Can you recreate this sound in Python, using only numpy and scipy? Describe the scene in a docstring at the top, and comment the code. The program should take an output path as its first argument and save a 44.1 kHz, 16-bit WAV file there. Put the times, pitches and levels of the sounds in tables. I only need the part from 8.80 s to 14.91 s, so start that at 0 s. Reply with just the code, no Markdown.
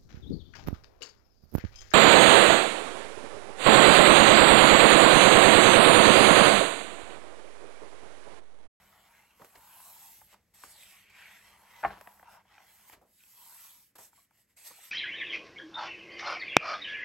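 """In a quiet room, at a wooden table, hands turn and smooth the glossy pages of a book.
Friction makes skin hiss on the coated paper and sheet slide on sheet, and drives the page to drum faintly.
The lifted page buckles with one loud snap and several small ones, each ringing its bending modes.
Edges tick and click, pages and fingers land with soft pats, and displaced air thuds the table."""
import sys
import numpy as np
from scipy import signal
from scipy.fft import rfft, irfft
from scipy.io import wavfile

SR = 44100
rng = np.random.default_rng(int(sys.argv[2]) if len(sys.argv) > 2 else 0)


def wav_out(sig):
    """Save sig, one row per channel (or a flat mono array), as 16-bit PCM at SR to the path in sys.argv[1]."""
    wavfile.write(sys.argv[1], SR, np.round(np.clip(np.atleast_2d(sig).T, -1, 1) * 32767).astype(np.int16))


N = 269451
TIME, BIN_HZ = np.arange(N) / SR, np.fft.rfftfreq(N, 1 / SR)
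FREE_PAGE_HZ = 2142  # tone of a flap that has come wholly free

# spectrum of skin rubbing on coated paper: frequency_hz, density_db
SKIN_SPECTRUM = [(300, -37.5), (1500, -12.5), (3000, -5.5), (4300, -6), (6400, -6), (7800, -1), (9500, 0),
                 (12400, 2.3), (15800, 0)]
# a carried sheet drags over its neighbour: start_s, rise_s, hold_s, release_s, hiss_db, slide_db, drum_db
SHEET_DRAGS = [(0, 0.0013, 0.35, 0.42, -67, -66.5, -68), (0.537, 0.071, 0.071, 0.15, -62.5, -71.5, -73),
               (0.722, 0.0087, 0.076, 0.39, -82, -72.5, -66), (2.3, .12, 0.13, 0.13, -80, -62, -66),
               (2.615, 0.041, 0.029, 0.21, -74, -62, -65.5), (2.705, 0.13, 0.16, 0.26, -67.5, -66, -65),
               (3.02, 0.057, 0.18, 0.18, -64.5, -70.5, -67), (3.213, 0.06, 0.14, 0.059, -64.5, -78, -64.5),
               (3.428, 0.021, .1, 0.091, -77, -68, -62.5), (3.517, 0.02, 0.032, 0.062, -82, -70, -61.5),
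               (3.641, 0.085, 0.081, 0.1, -74, -65, -65), (3.772, 0.12, 0.2, .07, -61, -67.5, -72.5)]
# a finger slides under the page: start_s, rise_s, hold_s, release_s, level_db, first_pitch_hz
FLAP_LIFTS = [(1.82, .17, .5, 0.25, -62.5, 6400), (2.27, 0.13, .08, 0.21, -55.8, 2348),
              (4.365, 0.035, 0.02, 0.05, -70, 3000), (5.84, 0.03, .22, .05, -66, 5700)]


def buckle(level_db, stiffness, corner_hz, freedom):
    """Snap-through rings the sheet's modes and sends out a crack of bending waves; fingers damp both."""
    # modes of the bowed, undamped sheet: pitch_hz, level_db, t60_s
    sheet_modes = [(198.6, -36, 0.4), (325.3, -29, 0.17), (414, -27, 0.18), (546, -19.5, 0.11),
                   (687.4, -2, 0.04), (795, 0, 0.065), (946, -11.5, 0.068), (1061, -12, 0.07),
                   (1107, -15.5, 0.072), (1337, -14.5, .07), (1550, -12.5, 0.035), (1781, -19, 0.09),
                   (2102, -11.5, 0.058), (2220, -17.5, 0.05), (2560, -23.5, 0.045)]
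    mode_hz, mode_db, t60_s = np.transpose(sheet_modes)[:, :, None]
    t, freedom = np.arange(SR // 3) / SR, np.clip(freedom, 0.1, 1)
    hz, age = mode_hz * stiffness, t / freedom
    polarity = (-1) ** np.arange(len(sheet_modes))[:, None]  # neighbouring modes swing opposite ways
    modes = polarity * amp(mode_db - 60 * age / t60_s) * soften(hz, corner_hz)
    phases_rad = (0, polarity * 0.39)  # the wide sheet reaches left and right out of step
    ring = np.array([(modes * np.sin(2 * np.pi * hz * t + phase)).sum(0) for phase in phases_rad])
    crack_db = -6.75 + 5.5 * (1 - freedom)  # a held sheet cracks more than a free one
    crack = crack_noise(len(t), corner_hz) * amp(crack_db - 60 * age / 0.038)
    attack = 1 - np.exp(-(t * corner_hz / 0.67) ** 2)  # a duller snap starts more gently
    return amp(level_db - 4.5) * (ring + crack) * attack / np.sqrt(freedom)  # same energy, shorter ring


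def crack_noise(size, corner_hz):
    """Bending waves of many frequencies superpose into a band of noise."""
    # spectrum of the crack: frequency_hz, density_db
    crack_spectrum = [(60, -27), (280, -17), (450, -6), (700, 3), (1300, 10), (1700, 9), (2600, -1),
                      (3700, -13), (4600, -24), (15000, -24)]
    return colour(white(size), crack_spectrum, corner_hz)


def snaps():
    """Elastic instability: the bent sheet buckles in clear snaps, and in faint stray ones as it drags."""
    # buckles: start_s, level_db, stiffness (pitch factor), corner_hz, freedom (share of ring time left)
    buckles = [(0.5962, -46, 0.6, 1300, 0.54), (.6185, -38.5, 0.615, 1800, 0.3),
               (.6265, -47, 0.89, 1790, 0.5), (0.6467, -45, 0.63, 2640, 0.24),
               (0.757, -47, 0.89, 3000, 0.3), (1.0, -48.5, 1.23, 2000, 0.64),
               (1.4143, -47, 1.1, 1490, 0.86), (1.542, -48, 1.16, 2480, 0.4),
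               (1.8365, -35, 1.28, 3000, 0.17), (3.0312, -28, 0.81, 1500, 0.74),
               (3.0373, -22, 1.12, 2000, 0.6), (3.0422, -27, 0.87, 1400, .4), (3.0578, -29, 1, 1900, 0.5),
               (3.0478, -13, 1, 2300, 0.9), (3.1055, -35, 0.92, 2500, 0.4), (3.1185, -43, 1.1, 2000, .3),
               (3.127, -44, 1.2, 2200, .3), (3.173, -46, 1.05, 2400, .3), (3.211, -42, 0.71, 3500, 0.38),
               (3.2733, -38, 0.92, 3470, 0.37), (3.3955, -47.5, 0.88, 2390, 0.27),
               (3.428, -43, 0.94, 2600, 0.53), (3.6513, -59, 0.96, 1800, 0.8),
               (3.7797, -50, 1.01, 3200, 0.43), (3.8025, -49, 1.03, 3000, 0.54),
               (4.0975, -44.5, 1.1, 2200, 0.25), (4.135, -48, 1.01, 2606, 0.17),
               (5.1569, -51, 1.23, 3000, 0.5), (5.1866, -49.5, 0.96, 2600, 0.4),
               (5.330, -56.5, 1.18, 1507, 0.76), (5.509, -61.5, 1.13, 2600, 0.66),
               (5.905, -50, 1.19, 2620, 0.72)]
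    out = np.zeros((2, N))
    for start_s, *settings in buckles:
        add(out, start_s, buckle(*settings))
    for start_s, rise_s, hold_s, *_ in SHEET_DRAGS:
        for chance, place, size in rng.random((4, 3)):
            if chance < hold_s:  # on average four strays per second of steady dragging
                stray = buckle(-62 + 4 * size, stiffness=1.05, corner_hz=2400, freedom=0.45)
                add(out, start_s + rise_s + place * hold_s, stray)
    return out


def settling(start_s=3.055, level_db=-49, t60_s=0.8):
    """Stress relaxation: after the loud snap the taut sheet crackles until it has settled."""
    # spectrum of the crackle: frequency_hz, density_db
    spectrum = [(100, -12.5), (450, -4), (650, -1), (800, -4), (1100, -1), (1550, -3), (1850, -13.5),
                (2700, -11), (4000, -15), (6000, -26.5), (12000, -42)]
    age = np.maximum(TIME - start_s, 0)
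    crackle = friction(spectrum, slips_per_s=700, spread_db=1.8, grain=0.55, waver_db=1, waver_hz=30)
    window = stroke(age, rise_s=0.007, hold_s=0.13, release_s=0.089)
    return crackle * amp(level_db - 60 * age / t60_s) * window


def friction(spectrum, slips_per_s, spread_db, grain, waver_db, waver_hz):
    """Stick-slip: tiny slips blur to a hiss, larger ones stand out as grain, and the pressure wavers."""
    sizes = amp(spread_db * np.minimum(rng.exponential(1, N), 4))
    slips = sizes * (rng.random(N) < slips_per_s / SR)
    drive = np.sqrt(grain) * unit(slips * white(N)) + np.sqrt(1 - grain) * white(N)
    return colour(drive, spectrum) * amp(waver_db * waver(waver_hz))


def rubbing():
    """Friction noise of skin and paper grows with sliding speed; incoherent sources add in power."""
    # the flat hand smooths the page: start_s, rise_s, hold_s, release_s, hiss_db
    sweeps = [(0.66, 0.42, 0.2, .27, -51.3), (4.24, 0.55, 0.05, 0.29, -51)]
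    # fingers feel for the corner: start_s, rise_s, hold_s, release_s, hiss_db, slide_db, tip_share
    rubs = [(1.467, 0.053, 0.02, 0.016, -63.5, -62.5, 1), (1.735, 0.0072, 0.055, 0.051, -60.5, -67.5, 1),
            (1.77, 0.07, 0.068, 0.083, -55, -63.5, 1), (1.903, 0.097, 0.056, 0.24, -56.5, -63, 0.97),
            (2.26, 0.16, 0.16, 0.38, -63, -69, 1), (2.83, 0.18, 0.0049, 0.11, -61.5, -58, 0),
            (3.457, 0.057, 0.026, 0.05, -61, -69.5, 0.1), (4.048, 0.043, .005, 0.021, -56.5, -79, 0.3),
            (4.096, 0.028, 0.0082, 0.028, -58, -58.5, .1), (5.179, 0.0066, 0.049, 0.08, -53.5, -67.5, 0.6),
            (5.295, 0.073, 0.017, 0.1, -63.5, -74.5, 0.54), (5.492, 0.098, 0.0054, 0.075, -68, -76.5, 0.6),
            (5.666, 0.038, 0.0047, .05, -74, -79.5, 0.57), (5.762, 0.012, 0.31, .1, -56, -66.5, 1),
            (5.831, 0.041, 0.0045, 0.046, -47.5, -58.5, 0.95),
            (6.004, 0.038, .005, 0.065, -53.5, -60.5, 0.96)]
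    # spectra of a fingertip, of sheet on sheet and of the drumming page: frequency_hz, density_db
    tip_spectrum = [(300, -35), (1500, -12.5), (3000, -13), (4300, -4), (6800, -3.5), (7800, 4.5),
                    (10200, 0), (12300, 3), (13600, -3), (15800, -7)]
    slide_spectrum = [(200, -31.5), (600, -6), (1100, -9), (1700, -2.5), (2020, 3), (2300, -2), (3200, -4),
                      (4500, -13.5), (5600, -11), (7000, -17), (15000, -34)]
    drum_spectrum = [(150, -27), (450, -22), (650, -6), (800, 0), (950, 0), (1200, -4.5), (1700, -10),
                     (4000, -45)]
    powers = np.zeros((4, N))
    palm, tips, slide, drum = powers
    for start_s, *timing, hiss_db in sweeps:
        speed = stroke(TIME - start_s, *timing)
        palm += (amp(hiss_db) * speed) ** 2
        slide += (amp(hiss_db - 19.5) * speed ** 1.37) ** 2
    for start_s, *timing, hiss_db, slide_db, tip_share in rubs:
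        speed = stroke(TIME - start_s, *timing)
        palm += (1 - tip_share) * (amp(hiss_db) * speed) ** 2
        tips += tip_share * (amp(hiss_db) * speed) ** 2
        slide += (amp(slide_db) * speed) ** 2
        drum += (amp(slide_db - 8.5) * speed) ** 2
    for start_s, *timing, hiss_db, slide_db, drum_db in SHEET_DRAGS:
        speed = stroke(TIME - start_s, *timing)
        palm += (amp(hiss_db) * speed) ** 2
        slide += (amp(slide_db) * speed) ** 2
        drum += (amp(drum_db) * speed) ** 2
    noises = [
        friction(SKIN_SPECTRUM, slips_per_s=2600, spread_db=1.5, grain=0.25, waver_db=0, waver_hz=25),
        friction(tip_spectrum, slips_per_s=1800, spread_db=2, grain=0.13, waver_db=1, waver_hz=17),
        friction(slide_spectrum, slips_per_s=1300, spread_db=-0.5, grain=0.51, waver_db=0.9, waver_hz=14),
        friction(drum_spectrum, slips_per_s=230, spread_db=1, grain=0.14, waver_db=0.5, waver_hz=20)]
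    return sum(np.sqrt(power) * noise for power, noise in zip(powers, noises))


def resonance(pitch_hz, width_hz):
    """A resonator driven by friction passes a band of noise centred on its moving pitch."""
    pole = np.exp(-np.pi * width_hz / SR)
    baseband = signal.lfilter([1], np.poly([pole, pole]), white(len(pitch_hz)))
    carrier = np.exp(2j * np.pi * np.cumsum(pitch_hz) / SR)
    return colour((baseband * carrier).real, [(500, -11.5), (1500, -2), (8000, -1.5)])


def drumming():
    """Forced vibration: the bowed page drums under the palm, a little lower when the hand is slow."""
    # the palm crosses the page: start_s, rise_s, hold_s, release_s, level_db, full_speed_pitch_hz
    crossings = [(0.7, .24, .14, .38, -62, 930), (4.42, .28, .06, .3, -64, 990)]
    out = np.zeros((2, N))
    for start_s, *timing, level_db, top_hz in crossings:
        _, speed = gesture(timing)
        pitch_hz = top_hz * (1 - 0.05 * (1 - speed))
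        add(out, start_s, amp(level_db) * speed * resonance(pitch_hz, width_hz=400))
    return out


def judders():
    """Stick-slip of a gripping fingertip briefly excites one narrow resonance of the page."""
    # the fingertip grips: start_s, rise_s, hold_s, release_s, level_db, pitch_hz
    grips = [(1.935, .012, .01, .015, -66, 860), (3.545, .012, .02, .025, -61.5, 900),
             (5.372, .01, .006, .015, -65, 900), (5.978, .008, .006, .012, -63, 820)]
    out = np.zeros((2, N))
    for start_s, *timing, level_db, pitch_hz in grips:
        t, speed = gesture(timing)
        add(out, start_s, amp(level_db) * speed * resonance(np.full(len(t), pitch_hz), width_hz=240))
    return out


def flaps(freeing_s=0.16):
    """A larger plate resonates lower, so a lifted flap sinks in tone as more of it comes free."""
    out = np.zeros((2, N))
    for start_s, *timing, level_db, first_hz in FLAP_LIFTS:
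        t, speed = gesture(timing)
        pitch_hz = FREE_PAGE_HZ + (first_hz - FREE_PAGE_HZ) * np.exp(-t / freeing_s)
        add(out, start_s, amp(level_db) * speed * resonance(pitch_hz, width_hz=1640))
    return out


def hollows():
    """Cavity resonance: the hollow between hand and page glides in pitch as its size changes."""
    # the hollow rings: start_s, rise_s, hold_s, release_s, level_db, first_pitch_hz, last_pitch_hz
    glides = [(0.715, 0.14, 0.059, 0.23, -70, 2586, 3300), (1.118, 0.2, .1, 0.07, -76, 2840, 2130),
              (4.548, 0.17, .18, 0.24, -73, 2890, 2110)]
    out = np.zeros((2, N))
    for start_s, *timing, level_db, first_hz, last_hz in glides:
        t, speed = gesture(timing)
        pitch_hz = np.linspace(first_hz, last_hz, len(t))
        add(out, start_s, amp(level_db) * speed * resonance(pitch_hz, width_hz=900))
    return out


def flexing(sound, depth_db, patch_hz, patch_s):
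    """Bending shifts the sheet's many small resonances, so spectral peaks come and go in the friction."""
    hz, t, spectra = signal.stft(sound, SR, nperseg=1024, noverlap=768)
    field = rng.standard_normal((len(t), len(hz))).T
    for axis, step in enumerate((hz[1] / patch_hz, t[1] / patch_s)):  # smooth over frequency, then time
        pole = np.exp(-step)
        field = signal.lfilter([1], np.poly([pole, pole]), field, axis=axis)
    gain = unit(amp(depth_db * np.clip(unit(field), -3, 3)))
    return signal.istft(spectra * gain, SR, nperseg=1024, noverlap=768)[1][:, :N]


def edge_tick(level_db, pitch_hz, t60_s=0.0135):
    """Damped free vibration: the stiff edge of the sheet rings briefly after a flick."""
    # modes of the edge: pitch_ratio, level_db
    edge_modes = [(.68, -12), (1, -0.5), (1.25, -6.5)]
    ratio, mode_db = np.transpose(edge_modes)[:, :, None]
    t = np.arange(SR // 30) / SR
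    ring = (amp(mode_db - 60 * t / t60_s) * np.sin(2 * np.pi * pitch_hz * ratio * t)).sum(0)
    attack = 1 - np.exp(-t * pitch_hz / 2)
    return amp(level_db) * np.array([ring, ring]) * attack


def ticks(crackles_per_s=70):
    """Plucking: the edge flicks off a finger or a sheet, singly or in a crackle under a lifted flap."""
    # single flicks: start_s, level_db, pitch_hz
    flicks = [(2.032, -42, 2540), (2.384, -44, 2500), (2.422, -42, 2430), (3.781, -43, 2400),
              (4.406, -52, 2500), (4.4365, -47, 2550)]
    out = np.zeros((2, N))
    for start_s, level_db, pitch_hz in flicks:
        add(out, start_s, edge_tick(level_db, pitch_hz))
    for start_s, *timing, lift_db, _ in FLAP_LIFTS:
        length_s = sum(timing)
        for place, weakness, octave in rng.random((round(crackles_per_s * length_s), 3)):
            tick = edge_tick(lift_db + 7.5 - 10 * weakness, FREE_PAGE_HZ * 2 ** (octave - 1 / 3))
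            add(out, start_s + place * length_s, stroke(place * length_s, *timing) * tick)
    return out


def clicks(t60_s=0.011):
    """A short impulse has a wide spectrum: a caught edge lets go with a dry click."""
    # the edge lets go: start_s, level_db
    releases = [(.6465, -54), (.756, -55), (3.2112, -47), (3.2137, -46), (3.2735, -52), (4.098, -51),
                (4.4372, -54), (4.464, -58), (5.1545, -56), (5.184, -51), (5.449, -64), (5.509, -64)]
    # spectrum of a click: frequency_hz, density_db
    click_spectrum = [(300, -16), (1200, -1), (2500, 5), (5000, -5), (8000, -1), (15800, 2)]
    out, t = np.zeros((2, N)), np.arange(SR // 30) / SR
    for start_s, level_db in releases:
        add(out, start_s, colour(white(len(t)), click_spectrum) * amp(level_db - 60 * t / t60_s))
    return out


def pats():
    """Soft impact: a landing swells as the contact spreads, then dies, with a scuff of hiss on top."""
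    # a page or finger lands: start_s, level_db, rise_s, t60_s, corner_hz, scuff_db (relative to the pat)
    landings = [(.598, -52.5, 0.023, 0.18, 1090, -24), (.645, -58, 0.0012, 0.075, 2500, 4),
                (0.753, -53.5, 0.0022, 0.09, 2530, -6), (0.773, -62, 0.0018, 0.13, 600, 3),
                (1.525, -59.5, 0.0048, 0.21, 2360, -11), (1.837, -52.5, 0.002, 0.14, 2500, -13),
                (2.2983, -60.5, .001, 0.056, 5000, -8), (4.123, -55, 0.0091, 0.17, 2510, -10),
                (4.169, -62.5, 0.00197, 0.13, 450, -15), (4.213, -61, 0.0014, 0.28, 686, -11.5),
                (5.153, -57, 0.0041, 0.12, 2400, 4.5), (5.184, -55.5, 0.0014, 0.25, 1500, -3),
                (5.903, -53.5, 0.0076, 0.069, 2200, -8)]
    # spectrum of a pat before softening: frequency_hz, density_db
    pat_spectrum = [(30, -18), (70, -15), (200, -5), (480, -0.5), (900, 3), (1500, -5.5), (3000, -4.5),
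                    (15000, 9)]
    out, t = np.zeros((2, N)), np.arange(SR // 3) / SR
    for start_s, level_db, rise_s, t60_s, corner_hz, scuff_db in landings:
        envelope = np.minimum(t / rise_s, 1) * amp(level_db - 60 * np.maximum(t - rise_s, 0) / t60_s)
        impact = colour(white(len(t)), pat_spectrum, corner_hz)
        scuff = amp(scuff_db) * colour(white(len(t)), SKIN_SPECTRUM)
        add(out, start_s, envelope * (impact + scuff))
    return out * amp([[-0.5], [0.5]])  # slightly to the right


def puffs(rise_s=0.014):
    """A pressure pulse of air, squeezed out by a turning page, excites the low modes of book and table."""
    # thuds of air: start_s, level_db, t60_s
    thuds = [(.768, -57, 0.16), (1.42, -60, 0.15), (1.843, -62, 0.28), (3.044, -40.5, 0.24),
             (3.49, -63, 0.18), (4.159, -61, 0.23)]
    # modes of book and table: pitch_hz, level_db
    table_modes = [(57, -3), (81, -7), (122, -9), (158, -10.5)]
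    out, t = np.zeros((2, N)), np.arange(SR // 2) / SR
    mode_hz, mode_db = np.transpose(table_modes)[:, :, None]
    ring = (amp(mode_db) * np.sin(2 * np.pi * mode_hz * t)).sum(0) * np.minimum(t / rise_s, 1)
    for start_s, level_db, t60_s in thuds:
        add(out, start_s, np.array([ring, ring]) * amp(level_db - 60 * t / t60_s))
    return out


def handling():
    """Structure-borne sound: book and table rumble faintly as the hands move."""
    # course of the rumble: time_s, level_db
    levels = [(0, -66.5), (.2, -75.5), (1.1, -74), (1.65, -76), (1.9, -74.5), (3.1, -70.5), (4.15, -77.5),
              (4.4, -83.5), (6.11, -85)]
    # spectrum of the rumble: frequency_hz, density_db
    rumble_spectrum = [(20, -24), (40, -1.5), (58, 1), (100, -0.5), (160, -7.5), (197, 3), (250, -13.5),
                       (500, -9.5), (1500, -22.5)]
    rumble = colour(white(N), rumble_spectrum)
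    return rumble * amp(np.interp(TIME, *np.transpose(levels)) + 0.73 * waver(9))


def room(sound, onset_s=0.0099):
    """Reverberation: a diffuse tail builds up quickly and decays at its own rate in each band."""
    # reverberation times: frequency_hz, t60_s
    decay_times = [(100, 0.28), (700, 0.2), (1500, 0.38), (4000, 0.18), (12000, 0.14)]
    # spectrum of the reflections: frequency_hz, density_db
    spectrum = [(60, 10.5), (550, 12), (800, 11), (1200, 9.5), (2500, 12), (15000, -10.5)]
    hz, t, bands = signal.stft(colour(white(SR), spectrum), SR, nperseg=256)
    bands = bands * amp(-60 * t / read(decay_times, hz)[:, None]) * np.minimum(t / onset_s, 1)
    tail = signal.istft(bands, SR, nperseg=256)[1]
    return signal.fftconvolve(sound, tail / np.linalg.norm(tail[0]), axes=1)[:, :N]


def still_air():
    """Ambient noise: the quiet room has a steady, mostly low noise floor."""
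    # spectrum of the noise floor: frequency_hz, density_db
    air_spectrum = [(20, -38.5), (60, 0), (150, 0), (300, -4.5), (900, -20.5), (2000, -8.5), (3200, -20),
                    (5000, -21.5), (8000, -18), (15500, -19)]
    return colour(white(N), air_spectrum)


def colour(pair, spectrum, corner_hz=np.inf):
    """Partial coherence: two unrelated signals become one filtered sound of rms 1 at spaced microphones."""
    # likeness of the two channels: frequency_hz, coherence
    coherences = [(60, .98), (200, .87), (700, .85), (1400, .8), (2400, .92), (3200, .7), (4500, .55),
                  (5700, .15), (7200, .92), (8300, .85), (9500, .99), (10700, .85), (12000, .97),
                  (13200, .85), (14400, .99), (15800, .7)]
    # level difference: frequency_hz, left_minus_right_db
    balances = [(100, 0), (700, -0.5), (1400, 2), (2400, 0.3), (3500, -1.5), (5600, -7.5), (6900, -.6),
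                (15000, 0)]
    # phase difference: frequency_hz, left_lead_rad
    leads = [(60, 0), (1700, .25), (2500, -.1), (3600, -.95), (4600, -.45), (7200, 0), (8200, .7),
             (9300, 3), (9900, 3.3), (11200, 6), (12600, 6.5), (13900, 9.2), (14800, 9.6), (15800, 11.2)]
    hz = np.fft.rfftfreq(pair.shape[1], 1 / SR)
    first, second = rfft(pair)
    coherence = read(coherences, hz)
    mid, side = first * np.sqrt(1 + coherence), second * np.sqrt(1 - coherence)
    lean, lag = amp(read(balances, hz) / 2), np.exp(-1j * read(leads, hz))
    stereo = np.array([(mid + side) * lean, (mid - side) * lag / lean])
    shape = amp(read(spectrum, hz)) * soften(hz, corner_hz)
    return unit(irfft(stereo * shape, pair.shape[1]))


def stroke(t, rise_s, hold_s, release_s):
    """Trapezoidal envelope, 0-1, like the speed of a hand: it gathers pace, holds and slows to rest."""
    return np.clip(np.minimum(t / rise_s, 1 - (t - rise_s - hold_s) / release_s), 0, 1)


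def gesture(timing):
    """Time axis and speed of one stroke with the given rise_s, hold_s, release_s."""
    t = np.arange(0, sum(timing), 1 / SR)
    return t, stroke(t, *timing)


def soften(hz, corner_hz):
    """Low-pass gain: a soft contact passes little above its corner."""
    return 1 / np.sqrt(1 + (hz / corner_hz) ** 4)


def waver(corner_hz):
    """Low-passed noise gives a slow random fluctuation of rms 1."""
    return unit(irfft(rfft(rng.standard_normal(N)) * soften(BIN_HZ, corner_hz), N))


def white(size):
    """Two uncorrelated white noises."""
    return rng.standard_normal((2, size))


def amp(db):
    """Decibels to amplitude ratio."""
    return 10 ** (np.asarray(db) / 20)


def unit(x):
    """Normalises to rms 1."""
    return x / np.sqrt(np.mean(x ** 2) + 1e-20)


def read(points, hz):
    """Interpolates a table along log frequency."""
    point_hz, value = np.transpose(points)
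    return np.interp(np.log(hz + 1), np.log(point_hz + 1), value)


def add(mix, start_s, sound):
    """Superposes a stereo sound on the mix from start_s."""
    part = mix[:, round(start_s * SR):][:, :sound.shape[1]]
    part += sound[:, :part.shape[1]]


def scene():
    """Superposition of the book's direct sound, weak reverberation and the noise floor."""
    sliding = rubbing() + drumming() + judders() + flaps() + hollows()
    sliding = flexing(sliding, depth_db=3, patch_hz=70.2, patch_s=0.024)
    book = sliding + handling() + snaps() + ticks() + clicks() + settling() + pats() + puffs()
    return book + amp(-22) * room(book) + amp(-78.5) * still_air()


def record(dry):
    """Band limiting: a high-pass and a steep low-pass remove the deepest bass and the highest treble."""
    low_cut_hz, high_cut_hz = 26, 15900
    highpass = signal.butter(3, low_cut_hz, "highpass", fs=SR, output="sos")
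    lowpass = signal.firwin(511, high_cut_hz, window=("kaiser", 9), fs=SR)
    return signal.oaconvolve(signal.sosfilt(highpass, dry), lowpass[None], "same")


dry = scene()
out = record(dry)
wav_out(out)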